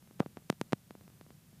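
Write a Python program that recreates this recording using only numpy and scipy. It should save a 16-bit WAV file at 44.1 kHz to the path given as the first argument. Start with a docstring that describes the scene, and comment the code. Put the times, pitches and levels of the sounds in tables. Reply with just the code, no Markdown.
"""Wind blows on a camera microphone above a lake. From the start there is a low, restless rumble of
air swirling at the microphone's opening, over a faint, even hiss. Then buffets strike, each a sudden
step in air pressure that leaks away in about a millisecond. The microphone's steep bass filter rings
on each step and makes a dry thump. The three loudest come at about 0.2, 0.5 and 0.7 s, and a few
early buffets leave a brief, papery flutter. After that only soft thumps dot the rumble and hiss."""
import sys
import numpy as np
from scipy import signal
from scipy.fft import rfft, irfft
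from scipy.io import wavfile

SR = 44100
rng = np.random.default_rng(int(sys.argv[2]) if len(sys.argv) > 2 else 0)


def waveform_to_disk(signal):
    """Save audio, clipped to [-1, 1], as 16-bit WAV at the path in sys.argv[1]."""
    frames = np.transpose(np.atleast_2d(signal))
    scaled = np.clip(frames, -1, 1) * 32767
    samples = np.round(scaled).astype(np.int16)
    wavfile.write(sys.argv[1], SR, samples)


N = 70560  # 1.6 s

# How strong the rumble is at each pitch: f/Hz, relative level/dB
RUMBLE_SPECTRUM = [(20, -34), (40, -18), (65, -10), (105, -3), (150, 1.5), (200, -2), (280, -14),
                   (450, -21.5), (900, -27.5), (2500, -36)]
# How the breeze rises and falls: t/s, relative level/dB
BREEZE_STRENGTH = [(0, -1), (.4, 0.5), (.7, -0.5), (.85, -2.5), (1.0, 0.5), (1.2, 0.5), (1.35, 0.5),
                   (1.6, -.5)]
# How strong the hiss is at each pitch: f/Hz, relative level/dB
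HISS_SPECTRUM = [(100, 3), (1000, -1), (2200, -1), (4500, -2), (9000, -2), (13000, -1.5), (15500, -6)]
# Wind buffets: t/s, level/dB before filtering, direction (-1 pull, 1 push), rise/ms, leak/ms
PRESSURE_STEPS = [ (0.0251, -48, -1, .012, 1.2), (0.0751, -47.5, -1, .01, 0.56),
                  (0.1105, -41, -1, 0.16, 1.4), (0.1954, -38, 1, .034, 0.41), (0.1995, -29, -1, 0.0085, .6),
                  (0.2034, -8.5, -1, 0.18, 1.6), (0.2616, -25.5, -1, 0.22, 1.7),
                  (0.3713, -28, 1, 0.081, 1.2), (0.4226, -52, -1, 0.24, 1.5),
                  (0.4977, -33.5, -1, 0.011, 0.35), (.50062, -10, -1, 0.01, 1.17),
                  (0.5267, -33.5, -1, 0.025, 1.6), (0.6135, -16, -1, 0.01, 1.3),
                  (0.7238, -24, -1, 0.012, 1.2), (0.7315, -9.2, -1, 0.078, 1.55),
                  (0.9081, -31.5, -1, 0.052, 0.95), (0.9523, -34.5, -1, 0.25, 0.53),
                  (1.011, -43.5, -1, .04, 1.3), (1.0791, -41.5, -1, 0.048, 0.68),
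                  (1.1009, -47.5, -1, 0.021, 1.2), (1.212, -36, -1, 0.032, 1.3),
                  (1.265, -42.5, -1, 0.15, 1.8), (1.3054, -39.5, -1, 0.039, 1.1),
                  (1.53, -48.5, -1, 0.24, 1.9), ]
# The two stages of the microphone's bass filter: f/Hz, Q (higher rings longer)
BASS_FILTER_STAGES = [(156.8, 1.23), (146, 0.66)]
# Flutters that follow buffets: t/s, length/s, level/dB before fading
FLUTTER_BURSTS = [(.204, 0.0307, -47.5), (0.374, 0.0134, -58), (0.6139, 0.0045, -44.5)]
# Pitches at which the flutter rings: f/Hz, width/Hz, relative level/dB
FLUTTER_RESONANCES = [(483, 270, 5.5), (720, 150, 5), (936, 96, -7), (1130, 77, -7), (1900, 570, -30)]


def undb(db):
    """Turn decibels into a number to multiply by."""
    return 10 ** (np.asarray(db) / 20)


def unit(x):
    """Scale a signal to an average size (rms) of 1."""
    return x / np.sqrt(np.mean(x ** 2))


def freqs():
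    """The frequencies that make up the spectrum, in Hz."""
    return np.arange(N // 2 + 1) * SR / N


def noise(gain):
    """Noise of average size 1, shaped by one gain for each frequency."""
    return unit(irfft(rfft(rng.standard_normal(N)) * gain, N))


def colour(points):
    """Join (f/Hz, level/dB) points into one gain for each frequency."""
    hz, db = np.array(points).T
    return undb(np.interp(np.log(freqs() + 1), np.log(hz), db))


def wander(rate_hz):
    """A smooth random drift; a higher rate makes it quicker."""
    return noise(np.exp(-(freqs() / rate_hz) ** 2))


def rumble(level_db=-60.5, gust_db=1.26, gust_rate_hz=16):
    """Air swirling at the microphone's opening follows the breeze and swells with small gusts."""
    breeze_db = np.interp(np.arange(N) / SR, *np.array(BREEZE_STRENGTH).T)
    swirl = noise(colour(RUMBLE_SPECTRUM))
    gusts = undb(gust_db * wander(gust_rate_hz))
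    return undb(level_db + breeze_db) * unit(swirl * gusts)


def hiss(level_db=-68.5):
    """A faint, steady hiss lies in the background."""
    return undb(level_db) * noise(colour(HISS_SPECTRUM))


def buffets(opening_hz=13900):
    """Air pressure jumps and leaks away, so the microphone's bass filter rings with a thump."""
    s = 2j * np.pi * freqs()  # the thumps are built as a spectrum
    pressure = 0
    for at, db, direction, rise_ms, leak_ms in PRESSURE_STEPS:
        rise, leak = rise_ms / 1000, leak_ms / 1000
        step = (rise + leak) / (np.abs(1 + s * rise) * (1 + s * leak))
        delay = np.exp(-s * at)
        pressure += direction * undb(db) * SR * step * delay
    for hz, q in BASS_FILTER_STAGES:
        w = s / (2 * np.pi * hz)
        pressure *= w * w / (w * w + w / q + 1)
    # The microphone's opening rounds off the sharpest edges.
    return irfft(pressure / np.sqrt(1 + (freqs() / opening_hz) ** 16), N)


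def flutter(fade_s=0.042, edge_s=0.0013):
    """A short, papery burst of noise, ringing at a few pitches, trails some buffets."""
    t, f = np.arange(N) / SR, freqs()
    tone = 0
    for hz, width, db in FLUTTER_RESONANCES:
        peak = undb(db) / (1 + 2j * (f - hz) / width)
        taper = 2 * hz * f / (f + hz) ** 2  # weakens pitches far from the peak
        tone += peak * taper
    loudness = 0
    for at, length, db in FLUTTER_BURSTS:
        on_off = np.clip(np.minimum(t - at, at + length - t) / edge_s, 0, 1)
        fade = np.exp(-np.abs(t - at) / fade_s)
        loudness += undb(db) * on_off * fade
    return loudness * noise(tone)


def scene():
    """All four sounds add up at one microphone."""
    return (rumble() + hiss() + buffets() + flutter())[None, :]


def record(dry, top_hz=15350):
    """A steep filter cuts away the highest treble."""
    treble_cut = signal.ellip(10, .1, 70, top_hz, fs=SR, output="sos")
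    return signal.sosfilt(treble_cut, dry)


dry = scene()
out = record(dry)
waveform_to_disk(out)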